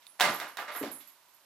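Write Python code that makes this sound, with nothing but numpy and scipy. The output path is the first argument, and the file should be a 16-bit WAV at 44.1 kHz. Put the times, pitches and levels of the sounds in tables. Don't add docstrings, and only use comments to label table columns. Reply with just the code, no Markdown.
import sys
import numpy as np
from scipy import signal
from scipy.fft import rfft, irfft
from scipy.io import wavfile
from scipy.ndimage import uniform_filter1d

SR = 44100
rng = np.random.default_rng(int(sys.argv[2]) if len(sys.argv) > 2 else 0)


def store_wav(level_fs):
    pcm = np.round(np.clip(np.atleast_2d(level_fs), -1, 1) * 32767)
    wavfile.write(sys.argv[1], SR, pcm.T.astype(np.int16))


N = 63945
T = np.arange(SR) / SR
HZ = np.fft.rfftfreq(SR, 1 / SR)

# f/Hz, t60/s
ROOM_T60 = [(100, 0.54), (300, 0.31), (800, 0.42), (1500, 0.49), (3000, 0.38), (6000, 0.48), (14000, 0.28)]
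# f/Hz, left-right correlation
LIKENESS = [(30, 0.68), (100, .995), (280, 0.97), (500, .92), (1000, 0.75), (2000, .62), (4000, 0.37),
            (8000, 0.092), (15000, 0.099)]
# f/Hz, left minus right/dB
BALANCE = [(100, 0), (500, -0.8), (1000, -0.5), (2000, -5), (4000, -8.5), (8000, -7.5), (14000, -9)]
# f/Hz, level/dB
ROOM_TONE_COLOUR = [(25, -3), (70, -15), (120, -22.5), (200, -19), (330, -14.5), (470, -19), (580, -8.5),
                    (780, -12), (950, -3.5), (1200, -9), (2000, -13.5), (4200, -15), (8500, -19),
                    (14000, -16.5)]
# t/s, level/dB
CLICKS = [(.0675, 0), (.468, -9), (.482, -10)]
# f/Hz, level/dB
CLICK_COLOUR = [(100, -47), (600, -28), (1200, -22), (2100, 3), (2700, -11), (3300, -2), (3780, 6.5),
                (4400, -2), (6000, -12), (8000, -11), (15000, -15)]
# f/Hz, level/dB, t60/s
CLICK_MODES = [(3360, -14, 0.024), (3690, -5.5, 0.029)]
# t/s, level/dB
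SCUFFS = [(0.017, -1), (.745, 11.5), (0.825, 14), (.843, 11), (1.002, 5.5), (1.072, -3.5)]
# f/Hz, level/dB
SCUFF_COLOUR = [(100, -25), (800, -17), (2000, 4.5), (3500, 4), (5500, -2.5), (9000, -11), (15000, -25)]
# t/s, ring pair level/dB, other partials and tick level/dB
JINGLES = [(.067, -10.5, -22), (.090, -14, -34), (.200, -2, -17), (.286, 1, -4), (0.323, -18, 1),
           (.333, -17, 6), (0.379, -19, -1.5), (0.477, -11.5, -9), (0.588, -14, -6.5), (.716, -12, -6),
           (.732, -3, -2.5), (.760, -2, 5.5), (.786, -6, 5), (.914, -1, 4), (.932, -6.5, -13),
           (0.987, -42, -8), (1.072, -22, -5), (1.284, -31, -21), (1.335, -39, -15)]
# f/Hz, level/dB, t60/s
BELL_PAIR = [(10610, -1, 0.31), (10700, -13, 0.61)]
# f/Hz, level/dB, t60/s
BELL_OTHERS = [(7220, -26, 0.46), (7941, -36, 0.28), (10300, -27, .15), (11680, -3, 0.13), (11740, 1, 0.15),
               (12740, -16, .12)]
# f/Hz, level/dB
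PELLET_COLOUR = [(2000, -44), (5500, -21), (7400, -0.5), (9000, -11.5), (11000, -0.5), (11900, 14),
                 (12800, -7), (15500, -34)]
# t/s, level/dB
THUDS = [(.808, -1), (.830, -3), (0.854, -11.5)]
# f/Hz, level/dB
THUD_COLOUR = [(40, -64), (90, -41), (170, -22), (230, -5), (285, 0.5), (350, -2.5), (430, -8), (560, -6.5),
               (1200, -13.5), (5000, -42)]
# f/Hz, level/dB, t60/s
FLOOR_MODES = [(244.7, -15.5, 0.35), (283.5, 2.5, 0.2), (425, 4, .08)]
# f/Hz, level/dB, t60/s
TOCK_MODES = [(815, 3, 0.024), (1036, 1, 0.051)]
# t/s, level/dB, treble tilt/(dB per octave), bass/dB
KNOCKS = [(0.1989, -14, 4, -19), (.208, -5, 3.5, -11), (.212, -0.5, 2.5, -8.5), (0.2187, -1.5, 1, -4.5),
          (.237, -4, 0, 6), (.249, -6, -1, 8), (.285, -7, -4, 6.5), (.400, -18.5, 3.5, -9),
          (.411, -11, -1.5, -2.5), (0.443, -21.5, -16, -14), (.571, -17, 3, -13), (.584, -7.5, -5, -9),
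          (.605, -27, -2, 0), (0.679, -12, -1.5, -15.5), (.694, -14, -6, -12), (.722, -21.5, 1, -12),
          (.749, -11, -4, -9), (.829, -18.5, 1, 19)]
# f/Hz, level/dB
KNOCK_COLOUR = [(40, -24), (80, -19), (120, -12), (170, -8), (250, -2), (450, 1), (700, 5.5), (1100, 6),
                (1900, 4), (2700, -2), (4000, -5.5), (6500, -15), (10000, -19.5), (14000, -21.5),
                (16000, -26)]
# f/Hz, level/dB, t60/s
STAND_MODES = [(170.6, -18, 0.36), (304.3, -16.5, 0.44), (446.7, -13, 0.43), (592.4, -1, 0.45),
               (708.5, 3.5, 0.19), (777, -17, 0.12), (1191, -2, 0.53), (1630, 5.5, 0.24), (1856, -13, 0.11),
               (1911, 1, 0.19), (2080, 2, 0.19), (2135, 2, 0.21), (2890, -10.5, 0.56), (3697, 0.5, 0.12)]


def amp(db):
    return 10 ** (np.asarray(db) / 20)


def read(points, hz):
    f, value = np.transpose(points)
    return np.interp(np.log(hz + 1), np.log(f + 1), value)


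def add(mix, s, sound):
    part = mix[:, max(round(s * SR), 0):][:, :sound.shape[1]]
    part += sound[:, :part.shape[1]]


def colour(x, db):
    log_gain = np.log(amp(np.r_[db, db[-2:0:-1]]))
    response = np.exp(np.conj(signal.hilbert(log_gain)))[:len(HZ)]
    return irfft(rfft(x) * response, SR)


def onset(rise_s):
    return 1 - np.exp(-T / rise_s)


def ring(modes, vary_db=0):
    chance = rng.standard_normal(len(modes))
    return sum(amp(db + vary_db * a) * np.exp(-np.log(1000) * T / t60) * np.sin(2 * np.pi * hz * T)
               for (hz, db, t60), a in zip(modes, chance))


def spread(x):
    mid, side = rfft(x)
    likeness = read(LIKENESS, np.fft.rfftfreq(x.shape[1], 1 / SR))
    turn = np.arccos(np.clip(likeness, -1, 1)) / 2
    return irfft(mid * np.cos(turn) + np.array([[1], [-1]]) * side * np.sin(turn), x.shape[1])


def room_tone(level_db=-64, top_hz=14500):
    hz = np.fft.rfftfreq(N, 1 / SR)
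    noise = spread(rng.standard_normal((2, N)))
    air = irfft(rfft(noise) * amp(read(ROOM_TONE_COLOUR, hz)) * (hz < top_hz), N)
    return amp(level_db) * air / air.std()


def reflections():
    taps = rng.standard_normal((2, SR)) * (rng.random(SR) < .2)
    hz, t, bands = signal.stft(spread(taps), SR, nperseg=256)
    decay = amp(-60 * t / read(ROOM_T60, hz)[:, None])
    tail = signal.istft(bands * decay, SR, nperseg=256)[1][:, :SR] * onset(rise_s=.0017)
    return tail / np.sqrt((tail ** 2).sum() / 2)


def clicks(decay_s=.0014):
    out = np.zeros((2, N))
    for s, db in CLICKS:
        burst = rng.standard_normal((1, SR)) * np.exp(-T / decay_s)
        snap = colour(burst, read(CLICK_COLOUR, HZ) - 33)
        add(out, s, amp(db) * (snap + amp(-41) * ring(CLICK_MODES)))
    return out


def paw_scuffs(gain_db=-27.5):
    out = np.zeros((2, N))
    for s, db in SCUFFS:
        slide = reflections() * onset(rise_s=.0017)
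        add(out, s, colour(slide, gain_db + db + read(SCUFF_COLOUR, HZ)))
    return out


def collar_bell(ring_db=-42.5, pellet_db=-19, wet_db=-7, wander_hz=6.3):
    out = np.zeros((2, N))
    for s, pair_db, others_db in JINGLES:
        shell = amp(pair_db) * ring(BELL_PAIR) + amp(others_db) * ring(BELL_OTHERS)
        swing = uniform_filter1d(rng.standard_normal(SR), size=1000)
        bend = np.exp(2j * np.pi * wander_hz * np.cumsum(swing / swing.std()) / SR)
        tone = (signal.hilbert(shell * onset(rise_s=.003)) * bend).real
        direct = tone * amp([[-6.5], [0]])
        echoes = reflections()
        wet = signal.fftconvolve(tone[None], echoes, axes=1)[:, :SR]
        wet *= np.linalg.norm(tone) / np.linalg.norm(wet, axis=1, keepdims=True)
        pellet = colour(echoes, pellet_db + others_db + read(PELLET_COLOUR, HZ))
        add(out, s, amp(ring_db) * (direct + amp(wet_db) * wet) + pellet)
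    return out


def floor_thuds(boom_db=12.5, boards_db=-34.5, rise_s=.0033):
    out = np.zeros((2, N))
    for s, db in THUDS:
        boards = amp(boards_db) * ring(FLOOR_MODES) * (1 - np.exp(-(T / rise_s) ** 2))
        boom = colour(reflections(), boom_db + read(THUD_COLOUR, HZ))
        add(out, s, amp(db) * (boom + boards))
    return out


def first_contact(graze_db=-9, tock_db=-26.5):
    out = np.zeros((2, N))
    add(out, .191, colour(reflections(), graze_db + read(KNOCK_COLOUR, HZ)))
    add(out, .1975, amp(tock_db) * ring(TOCK_MODES)[None] * onset(rise_s=.0029))
    return out


def glass_stand(rattle_db=9, shelves_db=-39.5, crack_s=.002, bass_hz=410, tilt_hz=1296):
    out = np.zeros((2, N))
    for s, db, tilt_db, bass_db in KNOCKS:
        crack = rng.standard_normal(SR) * np.exp(-T / crack_s)
        crack *= amp(-9 + 2.5 * tilt_db) / np.linalg.norm(crack)
        rattle = colour(reflections() + crack, rattle_db + read(KNOCK_COLOUR, HZ))
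        shelves = amp(shelves_db) * ring(STAND_MODES, vary_db=4.5) * onset(rise_s=.0019)
        treble = tilt_db * np.log2(np.maximum(HZ / tilt_hz, 1))
        bass = bass_db / (1 + (HZ / bass_hz) ** 2)
        add(out, s, amp(db) * colour(rattle + shelves, treble + bass))
    return out


def scene():
    background = room_tone() + clicks() + paw_scuffs()
    return background + collar_bell() + floor_thuds() + first_contact() + glass_stand()


def record(dry, right_lag_s=2.2e-5, low_cut_hz=115, top_hz=16000):
    hz = np.fft.rfftfreq(2 * N, 1 / SR)
    lean_db = read(BALANCE, hz) / 2
    microphones = np.array([amp(lean_db), amp(-lean_db) * np.exp(-2j * np.pi * hz * right_lag_s)])
    heard = irfft(rfft(dry, 2 * N) * microphones)[:, :N]
    heard = signal.sosfilt(signal.butter(2, low_cut_hz, "high", fs=SR, output="sos"), heard)
    band_limit = signal.firwin(511, top_hz, window=("kaiser", 9), fs=SR)
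    return signal.oaconvolve(heard, band_limit[None], "same")


dry = scene()
out = record(dry)
store_wav(out)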